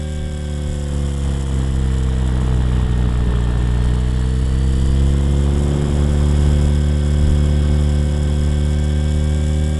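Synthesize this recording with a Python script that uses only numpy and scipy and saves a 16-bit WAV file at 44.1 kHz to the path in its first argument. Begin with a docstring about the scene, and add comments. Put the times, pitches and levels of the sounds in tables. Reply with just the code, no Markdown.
"""The two-bladed main rotor of a small electric model helicopter, heard from its frame in flight.
Each blade sheds a pressure pulse, a thump, and trails turbulent air that rushes and rumbles.
The tail rotor buzzes, while motor and gears whine and rattle through the frame's resonances.
All are geared to one shaft, so their pitches fall together as the head speed sags under load
in a turn, and rise as it recovers."""
import sys
import numpy as np
from scipy.fft import rfft, irfft, next_fast_len
from scipy.io import wavfile
from scipy.ndimage import map_coordinates

SR = 44100
rng = np.random.default_rng(int(sys.argv[2]) if len(sys.argv) > 2 else 0)


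def wav_out(sig):
    """Save sig, one row per channel (or a flat mono array), as 16-bit PCM at SR to the path in sys.argv[1]."""
    wavfile.write(sys.argv[1], SR, np.round(np.clip(np.atleast_2d(sig).T, -1, 1) * 32767).astype(np.int16))


N = 431738

# steady flight, the reference for shaft speed, lift and turbulence
CRUISE_HZ, CRUISE_LIFT_DB, CRUISE_TURBULENCE_DB = 36.8, -17, -40


def amp(db):
    """Decibels to amplitude ratio."""
    return 10 ** (np.asarray(db) / 20)


def unit(x):
    """Normalisation to rms 1."""
    return x / np.sqrt(np.mean(x ** 2) + 1e-20)


def curve(rows):
    """Linear interpolation of (time [s], value) rows to every sample."""
    times, values = np.transpose(rows)
    return np.interp(np.arange(N) / SR, times, values)


def wobble(rate):
    """Smooth random modulation: a spline with `rate` knots a second."""
    knots = rng.standard_normal(N // 8)
    return map_coordinates(knots, [np.arange(N) * rate / SR + 2], order=2, mode="wrap")


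def filtered(x, response):
    """Linear filtering: the spectrum of x times a frequency response."""
    size = next_fast_len(N + 8192)
    return irfft(rfft(x, size) * response(np.fft.rfftfreq(size, 1 / SR)), size)[:N]


def coloured(x, points):
    """Spectral shaping by (frequency [Hz], level [dB]) points, normalised to rms 1."""
    freqs, db = np.transpose(points)
    return unit(filtered(x, lambda hz: amp(np.interp(np.log(hz + 1), np.log(freqs), db))))


def swell(centre_s, half_s):
    """A Gaussian envelope of height 1."""
    return np.exp(-((np.arange(N) / SR - centre_s) / half_s) ** 2)


def lobe(cycles, centre, width):
    """A periodic envelope: one smooth bump a cycle."""
    return np.exp((np.cos(2 * np.pi * (cycles - centre)) - 1) / (2 * np.pi * width) ** 2)


def burst(cycles, start, decay, attack=0.014):
    """A periodic envelope: quick rise and exponential decay, once a cycle."""
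    age = (cycles - start) % 1
    return (1 - np.exp(-age / attack)) * np.exp(-age / decay)


def flight():
    """Rotor loading: shaft speed [Hz], and lift and turbulence [dB re cruise], both raised by gusts."""
    # main shaft rotation: (time [s], speed [Hz])
    shaft_speed = [(0.0, 38.07), (0.7, 36.523), (1.52, 33.631), (2.0, 32.445), (2.42, 31.761),
                   (3.4, 29.891), (3.7, 30.058), (4.65, 32.763), (5.07, 34.265), (5.18, 34.768),
                   (5.68, 35.842), (6.16, 36.4), (6.85, 36.729), (8.4, 36.844), (8.73, 37.155),
                   (9.79, 38.056)]
    # blade loading: (time [s], level [dB])
    blade_lift = [(0.0, -23.6), (0.42, -25.4), (0.53, -22.5), (1.62, -22.0), (1.77, -18.2), (2.85, -17.4),
                  (4.52, -17.8), (4.68, -16.1), (5.37, -16.3), (6.17, -16.0), (6.58, -14.2), (7.02, -17.2),
                  (7.26, -15.3), (8.0, -15.9), (8.12, -18.2), (8.45, -17.0), (9.62, -17.4), (9.79, -19.6)]
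    # roughness of the air through the rotor: (time [s], level [dB])
    rough_air = [(0, -50), (.6, -45), (1.3, -40.5), (1.95, -40.5), (2.5, -38), (3.9, -39), (4.32, -41.5),
                 (4.95, -42), (5.85, -36.5), (6.6, -38.5), (6.9, -40.5), (7.6, -40), (9.79, -43.5)]
    # gusts on the blades: (time [s], half length [s], extra lift [dB])
    gusts = [(1.027, 0.082, 2.8), (1.287, 0.087, 3), (1.595, 0.068, 4), (2.756, .04, 1), (3.88, 0.042, 1),
             (5.04, 0.1, 1.8)]
    gust_db = sum(db * swell(time, half) for time, half, db in gusts)
    turbulence = curve(rough_air) - CRUISE_TURBULENCE_DB + 0.35 * gust_db
    unsteady_db = 0.26 * amp(turbulence) * wobble(12)
    lift = curve(blade_lift) - CRUISE_LIFT_DB + gust_db + unsteady_db
    return curve(shaft_speed), lift, turbulence


def main_rotor(turns, speed, lift, turbulence, skew_rad=0.3):
    """Loading noise: each blade sheds a pulse, sharpened by speed, rough air and the nearing wake."""
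    # pulse overtones: (multiple of the blade rate, relative level [dB], share of the edge gain)
    harmonics = [(2, 0.5, 0), (3, -5.5, 0.059), (4, -12.5, 0.3), (5, -18, 0.94), (6, -23, 0.85),
                 (8, -30.5, 0.97)]
    # the rotor sinks through its own wake once, and the thump turns hollow
    fundamental_db = CRUISE_LIFT_DB + lift - 7 * swell(5.81, half_s=0.12)
    overtone_db = -23 + 0.79 * lift + 0.19 * turbulence
    near_wake_db = 7 * swell(5.6, half_s=0.74)
    edge_db = 0.18 * turbulence + 0.5 * (speed - CRUISE_HZ) + near_wake_db
    angle = 2 * np.pi * (2 * turns - 0.1106 + 0.0015 * wobble(60))
    overtones = sum(amp(db + share * edge_db) * np.cos(k * angle - skew_rad * (k - 1))
                    for k, db, share in harmonics)
    pulses = np.sqrt(2) * (amp(fundamental_db) * np.cos(angle) + amp(overtone_db) * overtones)
    # the two blades never lift quite alike: under load the frame shakes once a turn
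    shake = amp(-35 + 2.8 * lift + 3.6 * wobble(6)) * np.sin(angle / 2)
    return pulses * amp(-0.13 * wobble(31)) + shake


def tail_rotor(turns, lift, slack_turns=0.001):
    """Fixed gear ratios: tail blade and shaft tones glide with the main rotor and grow with its lift."""
    # tail blade and shaft tones: (multiple of the shaft rate)
    orders = [5, 7, 14, 15, 18]
    # the same tones at cruise: (level [dB])
    levels = [-35, -49, -35.5, -43, -54]
    angle = 2 * np.pi * (turns + slack_turns * wobble(26))
    tones = sum(amp(db + wobble(5.3)) * np.sin(k * angle + rng.uniform(0, 2 * np.pi))
                for k, db in zip(orders, levels))
    return amp(0.25 * lift) * tones


def whine(turns, speed, lift, waver_db=0.5, jitter_rad=0.06):
    """Forced vibration: motor and gear tones flare as they glide through the frame's resonances."""
    # motor and gear tones: (multiple of the shaft rate)
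    orders = [10, 20, 21, 28, 30, 42, 55, 56, 60, 65, 70, 90, 93.5, 98.4, 112, 126, 154]
    # the same tones at cruise, before the frame's gain: (level [dB])
    levels = [-44.5, -51.5, -68.5, -61, -54.5, -60.5, -61.5, -63.5, -53, -69, -62, -59, -68, -66, -71.5,
              -60, -62.5]
    # their sensitivity to load: (gain [dB per dB of lift])
    load_slopes = [0.23, 0.18, 0.5, 0.32, 0.24, 0.2, 0.16, .5, 0.49, .3, .3, .3, .3, -0.087, 0.38, 0.49, .8]
    # frame resonances: (frequency [Hz], bandwidth [Hz], level [dB])
    modes = [(373, 65, 0), (673, 70, -3), (763, 54, 2.5), (1571, 91, 15.5), (1795, 140, 4.5),
             (2260, 100, -0.5), (3040, 140, 6), (3358, 184, 12.5), (3560, 130, -1), (3850, 310, -1),
             (4680, 250, -15)]
    hz = np.arange(SR // 4)
    response = 1 + sum(amp(db) / (1 + (2 * (hz - centre) / width) ** 2) for centre, width, db in modes)
    tones = np.zeros(N)
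    for k, db, slope in zip(orders, levels, load_slopes):
        tone = -np.sin(2 * np.pi * k * turns + jitter_rad * wobble(70))
        frame_gain = np.interp(k * speed, hz, response)
        tones += frame_gain * amp(db + slope * lift + waver_db * wobble(14)) * tone
    throb = 1 + 0.15 * np.cos(2 * np.pi * turns)
    return tones * throb


def main_gear(turns, speed, lift, teeth=140, resonance_hz=5190, bandwidth_hz=330,
              pull_from_s=4.55, pull_to_s=4.92):
    """Gear mesh: the tooth-rate tone sings near a resonance, amplitude-modulated by eccentricity."""
    t = np.arange(N) / SR
    angle = 2 * np.pi * teeth * turns + 0.18 * wobble(120)
    tightness = np.cos(2 * np.pi * (turns - 0.92))
    resonance = 1 / (1 + (2 * (teeth * speed - resonance_hz) / bandwidth_hz) ** 2)
    contact = unit(0.28 + np.clip(0.5 + tightness, 0, 1))
    pinch = amp(-48.5 + 0.79 * lift) * resonance * contact
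    # the gear sings all the way round while the motor pulls hard to win back the head speed
    eased_db = 6 * np.maximum(pull_from_s - t, 0) + 55 * np.maximum(t - pull_to_s, 0)
    pull = amp(-49.5 - eased_db) * (1 + 0.29 * tightness)
    fundamental = np.hypot(pinch, pull) * np.sin(angle)
    # uneven teeth smear the second harmonic into a narrow band
    octave = (1 + 0.6 * wobble(200)) * np.sin(2 * angle + 0.5 * wobble(150))
    overtone = (amp(-13) * pinch + amp(-5) * pull) * octave
    return amp(1.5 * wobble(60)) * (fundamental + overtone)


def rattle(turns, lift, surges_per_turn=5):
    """Friction noise: teeth and linkages chatter with the shaft; the frame rings, harder under lift."""
    # course of the tooth rasp: (time [s], level [dB])
    rasp_levels = [(0.05, -47), (0.29, -48.5), (1.04, -44.5), (3.27, -51.5), (4.38, -47.5), (6.61, -43),
                   (6.77, -46), (8.87, -46), (9.7, -44)]
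    # where in a turn the teeth rub hardest: (start [turns], decay [turns], level [dB])
    rubs = [(.01, .04, -11), (.16, 0.14, 3), (0.641, 0.041, 11), (.8, .16, 1)]
    # spectrum of the rubbing teeth: (frequency [Hz], level [dB])
    rasp_spectrum = [(1500, -35.5), (3300, -11.5), (4300, -20.5), (5200, -3.5), (6200, -10.5), (6800, -2.5),
                     (7300, -1), (7750, 3), (8500, -8.5), (9600, -2.5), (10600, -8), (11300, -12),
                     (12000, -35)]
    # spectrum of the ringing frame: (frequency [Hz], level [dB])
    frame_spectrum = [(500, -14), (1100, -3), (1400, -6), (1800, -0.5), (2200, -11.5), (2650, -8),
                      (3050, 0), (3400, -0.5), (3750, -5), (4200, -15), (5200, -13), (6200, -21.5),
                      (12000, -32.5)]
    rasp_db = curve(rasp_levels) + 1.5
    frame_db = -42 + 0.37 * lift + 0.083 * (rasp_db - rasp_db.mean())
    rub = unit(0.41 + sum(amp(db) * burst(turns, start, decay) for start, decay, db in rubs))
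    surge = 1 + 0.092 * np.cos(2 * np.pi * surges_per_turn * (turns - 0.03))  # from a faster shaft
    grit = rub * surge * amp(2 * wobble(900) + 1.45 * wobble(90))
    rasp = coloured(grit * rng.standard_normal(N), rasp_spectrum)
    shaking = (1 + 0.22 * rub) * surge * amp(1.4 * wobble(300))
    frame = coloured(shaking * rng.standard_normal(N), frame_spectrum)
    return amp(rasp_db) * rasp + amp(frame_db) * frame


def buffet(speed, lift, sag_db_per_hz=0.7, lumps_db=3.5):
    """Wind noise: lumps of air rumble on the microphone, most in the turn that drags the rotor down."""
    # spectrum of the wind pressure: (frequency [Hz], level [dB])
    spectrum = [(8, -29), (20, 5.5), (45, -5.5), (100, -5.5), (200, -27), (400, -33), (900, -72)]
    level_db = -34 + 0.43 * lift + sag_db_per_hz * (CRUISE_HZ - speed) + lumps_db * wobble(7)
    return amp(level_db) * coloured(rng.standard_normal(N), spectrum)


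def wash(turns, lift, turbulence):
    """Broadband flow noise: turbulent air rushes down from the rotor and swishes with each blade."""
    # spectrum of the downwash: (frequency [Hz], level [dB])
    spectrum = [(100, -22), (260, -1.5), (450, 1), (650, 1.5), (1000, -1), (1400, -7.5), (1850, -13),
                (2200, -16), (3500, -21.5), (6000, -39), (12000, -56)]
    swish = 1 + 0.3 * lobe(2 * turns, centre=0.85, width=0.088)
    eddies = swish * amp(0.9 * wobble(70)) * rng.standard_normal(N)
    return amp(-40.7 + 1.23 * turbulence + 0.3 * lift) * coloured(eddies, spectrum)


def churn(lift, turbulence, flutter_db=2.5):
    """Large-scale turbulence: big eddies flutter beneath the rotor and grow quickly in rough air."""
    # spectrum of the big eddies: (frequency [Hz], level [dB])
    spectrum = [(40, -3), (90, -0.5), (140, 1), (250, -4.5), (400, -9.5), (700, -26.5), (2000, -72)]
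    level_db = -34.5 + 1.63 * turbulence + 0.18 * lift + flutter_db * wobble(11)
    return amp(level_db) * coloured(rng.standard_normal(N), spectrum)


def slap(turns, speed, turbulence):
    """Blade-wake interaction: labouring blades strike their own wake with a snap and a crack of air."""
    # spectrum of the short noise burst: (frequency [Hz], level [dB])
    crack_spectrum = [(100, -8), (250, 12.5), (500, 2), (900, 6.5), (1400, 1), (1900, -11), (2400, -5.5),
                      (3300, -17), (5000, -31), (12000, -53)]
    # spectrum of the sharp impulse: (frequency [Hz], level [dB])
    snap_spectrum = [(300, -27), (600, -1), (1000, 0.5), (1700, -2.5), (2500, -13), (6000, -36)]
    sag_hz = CRUISE_HZ - speed
    bursts = burst(2 * turns, start=0.12, decay=0.12, attack=0.032) * amp(1.4 * wobble(60))
    crack = coloured(bursts * rng.standard_normal(N), crack_spectrum)
    crack_db = -47 + 1.85 * turbulence + 0.69 * sag_hz
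    blade_count = np.floor(2 * turns - 0.14 + 0.024 * wobble(150))  # steps at each pressure peak
    strikes = np.diff(blade_count, prepend=blade_count[0]) * amp(1.5 * wobble(60))
    snap_db = -53 + 0.96 * turbulence + 1.5 * sag_hz
    return amp(crack_db) * crack + amp(snap_db) * coloured(strikes, snap_spectrum)


def scene():
    """Superposition of sources driven by one shaft angle and one state of flight."""
    speed, lift, turbulence = flight()
    turns = np.cumsum(speed) / SR
    rotors = main_rotor(turns, speed, lift, turbulence) + tail_rotor(turns, lift)
    drive = whine(turns, speed, lift) + main_gear(turns, speed, lift) + rattle(turns, lift)
    air = buffet(speed, lift) + wash(turns, lift, turbulence) + churn(lift, turbulence)
    return (rotors + drive + air + slap(turns, speed, turbulence))[None]


def record(dry):
    """Band limiting: an ideal low-pass filter passes nothing above its cutoff."""
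    cutoff_hz = 12300
    return filtered(dry[0], lambda hz: hz < cutoff_hz)[None]


dry = scene()
out = record(dry)
wav_out(out)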